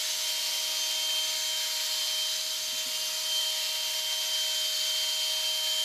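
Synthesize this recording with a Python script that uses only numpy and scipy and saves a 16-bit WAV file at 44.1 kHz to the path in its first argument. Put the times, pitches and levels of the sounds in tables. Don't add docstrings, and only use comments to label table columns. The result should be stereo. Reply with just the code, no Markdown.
import sys
import numpy as np
from scipy import signal
from scipy.io import wavfile
from scipy.ndimage import uniform_filter1d

SR = 44100
rng = np.random.default_rng(int(sys.argv[2]) if len(sys.argv) > 2 else 0)


def put_to_file(sound):
    columns = np.atleast_2d(sound).T
    safe = np.clip(columns, -1, 1)
    whole_steps = np.round(safe * 32767)
    wavfile.write(sys.argv[1], SR, whole_steps.astype(np.int16))


N = 257544
HOP = 256
TIME = np.arange(N) / SR


def amp(db):
    return 10 ** (np.asarray(db) / 20)


def unit(x):
    return x / np.sqrt(np.mean(abs(x) ** 2) + 1e-20)


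def swell(centre_s, sigma_s):
    return np.exp(-((TIME - centre_s) / sigma_s) ** 2 / 2)


def curves(rows):
    times_s, *columns = np.transpose(rows)
    return [np.interp(TIME, times_s, column) for column in columns]


def spectra(rows, hz):
    row_hz, *columns = np.transpose(rows)
    return np.array([np.interp(np.log(hz + 1), np.log(row_hz), column) for column in columns])


def drift(rate_hz, count=2048):
    hz = np.fft.fftfreq(count, HOP / SR)
    spectrum = rng.standard_normal(count) + 1j * rng.standard_normal(count)
    smooth = np.fft.ifft(spectrum / (1 + (hz / rate_hz) ** 2))
    return unit(np.interp(TIME, np.arange(count) * HOP / SR, smooth))


def patches(shape, frames, bins):
    field = uniform_filter1d(rng.standard_normal(shape), frames, axis=1, mode="wrap")
    return unit(uniform_filter1d(field, bins, axis=2))


def tone(cycles, hz, scatter, fade_hz, flutter):
    paths = np.array([1 + scatter * drift(fade_hz) + flutter * drift(rate_hz=29) for side in range(2)])
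    lead_rad = min(hz / 1100, np.pi / 2)
    paths[0] *= np.exp(1j * lead_rad)
    wave = (paths * np.exp(2j * np.pi * (cycles + rng.random()))).real
    return np.array([unit(side) for side in wave])


def rustle(level_db=-71, band_hz=(80, 260)):
    band = signal.butter(2, band_hz, "bandpass", fs=SR, output="sos")
    noise = unit(signal.sosfilt(band, rng.standard_normal(N)))
    return amp(level_db) * swell(centre_s=2.8, sigma_s=0.44) * noise


def bumps(body_hz=255, thud_hz=140, thud_db=-8):
    # start in seconds, level in dB, rise time in seconds.
    pushes = [(2.673, -60, 0.0095), (2.723, -52.5, 0.011), (2.856, -52, 0.007), (2.864, -54, .011)]
    out = np.zeros(N)
    for start_s, db, rise_s in pushes:
        age_s = np.maximum(TIME - start_s, 0)
        envelope = age_s / rise_s * np.exp(1 - age_s / rise_s)
        ring = np.sin(2 * np.pi * body_hz * age_s) + amp(thud_db) * np.sin(2 * np.pi * thud_hz * age_s)
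        out += amp(db) * envelope * ring
    return out


def rasp(turns, ripple_db=3.0, patchy_db=0.5, flicker_db=0.39, pivot_hz=1850, width_octaves=0.31):
    # frequency in Hz, left and right base density in dB per Hz.
    density = [(30, -105, -106), (100, -97, -101.5), (456, -91.5, -93), (660, -81.5, -77),
               (676, -82.5, -92.5), (1304, -78, -80.5), (2410, -71.5, -72.5), (3640, -67, -68.5),
               (4370, -64, -63.5), (5330, -71, -67.5), (7130, -70.5, -72), (8620, -78.5, -80.5),
               (11950, -75.5, -78.5), (15000, -84.5, -84)]
    # frequency in Hz, left-right correlation from 0 to 1.
    correlation = [(30, .93), (90, 0.76), (300, 0.56), (650, 0.86), (1400, 0), (3000, 0.25), (15000, 0.05)]
    # time in seconds, gain in dB, mid-range tilt in dB.
    posture = [(0.0, 0.9, 0.7), (0.88, 0.6, 1.5), (1.0, 0.1, 0.5), (2.2, 0.4, -0.5), (2.4, -0.8, -0.6),
               (3.22, -0.4, -0.0), (3.36, 0.4, -1.0), (3.48, 0.1, 0.4), (4.48, -0.2, -0.6),
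               (5.04, -0.1, -0.0), (5.42, -0.7, -0.9), (5.84, -0.4, 0.2)]
    hz = np.fft.rfftfreq(8 * HOP, 1 / SR)
    frames = N // (2 * HOP) + 6
    shape = (2, frames, len(hz))
    spectrum = rng.standard_normal(shape) + 1j * rng.standard_normal(shape)
    shared = np.clip(spectra(correlation, hz)[0], 0, 1)
    spectrum[1] = shared * spectrum[0] + np.sqrt(1 - shared ** 2) * spectrum[1]
    colour = amp(spectra(density, hz))
    room_db = ripple_db * patches(shape, frames=45, bins=3)
    gear_db = patchy_db * patches(shape, frames=7, bins=30)
    spectrum *= colour[:, None] * amp(room_db + gear_db)
    gain_db, tilt_db = curves(posture)
    frame_tilt_db = np.interp(np.arange(frames) * 2 * HOP / SR, TIME, tilt_db)
    offset = np.log2((hz + 1) / pivot_hz) / width_octaves
    spectrum *= amp(np.outer(frame_tilt_db, offset * np.exp((1 - offset ** 2) / 2)))
    _, noise = signal.istft(spectrum.transpose(0, 2, 1), nperseg=8 * HOP, noverlap=6 * HOP)
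    noise = unit(noise[:, :N]) * np.sqrt(np.mean(colour ** 2) * SR / 2)
    pulse = 1 + 0.04 * (np.cos(2 * np.pi * turns) + np.cos(4 * np.pi * turns))
    flicker = unit(drift(rate_hz=15).real)
    return noise * pulse * amp(gain_db + flicker_db * flicker)


def gears(turns, shaft_hz, gear_ratio=6.41):
    # multiple of shaft speed, left level in dB, right level in dB.
    overtones = [(4, -60, -62), (7, -61, -54), (9, -55, -51), (9.53, -57, -66), (10.39, -47, -49),
                 (11, -52, -53), (11.53, -54, -62), (12, -54, -55), (13, -49, -49), (14, -51, -46),
                 (16, -56, -48), (18, -51, -52), (19.93, -52, -51), (21, -52, -50), (22, -49, -49),
                 (23, -54, -55), (24, -51, -54), (25, -54, -59), (26, -57, -59), (29, -57, -61),
                 (30, -54, -56), (31, -59, -60), (33, -59, -64), (35, -59, -62), (37, -60, -62),
                 (39, -60, -63), (40, -52, -54), (45, -65, -65)]
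    # multiple of carrier speed, level in dB.
    carrier = [(1, -80.5), (2, -83.5), (3, -87), (4, -84), (5, -100), (7, -80.5), (9, -78)]
    out = np.zeros((2, N))
    for multiple, left_db, right_db in overtones:
        gain = amp([[left_db], [right_db]])
        out += gain * tone(multiple * turns, multiple * shaft_hz, scatter=4.8, fade_hz=1.43, flutter=1)
    for multiple, db in carrier:
        ratio = multiple / gear_ratio
        out += amp(db) * tone(ratio * turns, ratio * shaft_hz, scatter=0.14, fade_hz=1.2, flutter=0.23)
    return out


def motor_hum(turns, shaft_hz, left_bias_db=2.0):
    # time in seconds, base levels of harmonics 2 and 3 in dB.
    levels = [(0.0, -53.1, -53.5), (0.96, -50.3, -50.9), (2.26, -51.3, -52.5), (2.38, -51.9, -58.0),
              (3.92, -50.2, -50.8), (4.54, -49.8, -53.2), (4.68, -49.1, -60.7), (5.02, -50.2, -52.4),
              (5.84, -48.3, -51.8)]
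    second_db, third_db = curves(levels)
    first_db = -73.5 + 8 * swell(centre_s=0.93, sigma_s=0.46)
    side_db = np.array([[left_bias_db], [-left_bias_db]])
    out = np.zeros((2, N))
    for multiple, db, flutter in [(1, first_db, 0.15), (2, second_db - 0.2, 0.05), (3, third_db, 0.2)]:
        wave = tone(multiple * turns, multiple * shaft_hz, scatter=0.14, fade_hz=6, flutter=flutter)
        out += amp(db + side_db) * wave
    return out


def motor_highs(turns, shaft_hz, fifth_db_per_s=0.34, octave_db_per_s=-0.5):
    # centre in seconds, left gain in dB, right gain in dB.
    flares = [(.12, 6, 7), (.85, 3, 3), (1.33, 7, -3), (1.56, -2, 7.5), (2.03, 1, 10), (3.08, 2, 4),
              (3.35, 8, 2)]
    fifth_db = np.array([[-45], [-43.5]]) + fifth_db_per_s * TIME
    octave_db = -43 + octave_db_per_s * TIME
    for centre_s, *gain_db in flares:
        octave_db = octave_db + np.outer(gain_db, swell(centre_s, sigma_s=0.061))
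    out = np.zeros((2, N))
    for multiple, db in [(15, fifth_db), (20, octave_db)]:
        wave = tone(multiple * turns, multiple * shaft_hz, scatter=0.54, fade_hz=7, flutter=0.81)
        out += amp(db) * wave
    return out


def motor_whine(turns, cycles_per_turn=10, echo_db=-46, shake=0.071):
    # time in seconds, left and right direct level in dB, left phase lead in radians.
    steering = [(0.0, -36.2, -41.3, 1.4), (0.18, -39.0, -33.5, 3.5), (0.26, -34.8, -42.4, 0.3),
                (0.8, -37.1, -34.8, 0.8), (1.08, -25.6, -36.8, 2.0), (1.24, -26.6, -40.5, 1.0),
                (1.38, -42.4, -38.1, 1.7), (1.5, -33.1, -34.2, -0.1), (1.68, -37.0, -36.0, 1.7),
                (1.88, -29.5, -37.1, 2.9), (2.18, -27.5, -28.7, 1.8), (2.44, -30.3, -32.0, 2.8),
                (2.9, -31.5, -41.4, 2.2), (2.98, -33.5, -40.7, 0.6), (3.18, -30.4, -37.6, 3.2),
                (3.36, -25.9, -34.6, 1.7), (3.66, -29.8, -37.8, 2.4), (3.8, -35.9, -35.2, 0.8),
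                (4.14, -29.2, -36.8, 1.7), (5.84, -29.4, -28.1, 1.6)]
    left_db, right_db, lead_rad = curves(steering)
    tremble = 1 + shake * np.array([drift(rate_hz=42) for side in range(2)])
    direct = amp([left_db, right_db]) * tremble * np.exp(0.5j * np.array([lead_rad, -lead_rad]))
    echo = amp(echo_db) * np.array([drift(rate_hz=7) for side in range(2)])
    return np.sqrt(2) * ((direct + echo) * np.exp(2j * np.pi * cycles_per_turn * turns)).real


def scene(wobble_hz=0.193):
    # time in seconds, shaft speed in turns per second.
    shaft_speed = [(0.0, 315.2), (0.1, 312.7), (0.36, 314.8), (0.56, 313.9), (1.28, 314.8), (2.02, 313.4),
                   (3.74, 313.9), (4.72, 313.2), (5.04, 313.9), (5.84, 313.4)]
    speed_hz, = curves(shaft_speed)
    turns = np.cumsum(speed_hz + wobble_hz * unit(drift(rate_hz=9.9).real)) / SR
    shaft_hz = speed_hz.mean()
    motor = motor_whine(turns) + motor_hum(turns, shaft_hz) + motor_highs(turns, shaft_hz)
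    return motor + gears(turns, shaft_hz) + rasp(turns) + bumps() + rustle()


def record(dry, cutoff_hz=15230):
    lowpass = signal.firwin(511, cutoff_hz, window=("kaiser", 9), fs=SR)
    return signal.oaconvolve(dry, lowpass[None], "same")


dry = scene()
out = record(dry)
put_to_file(out)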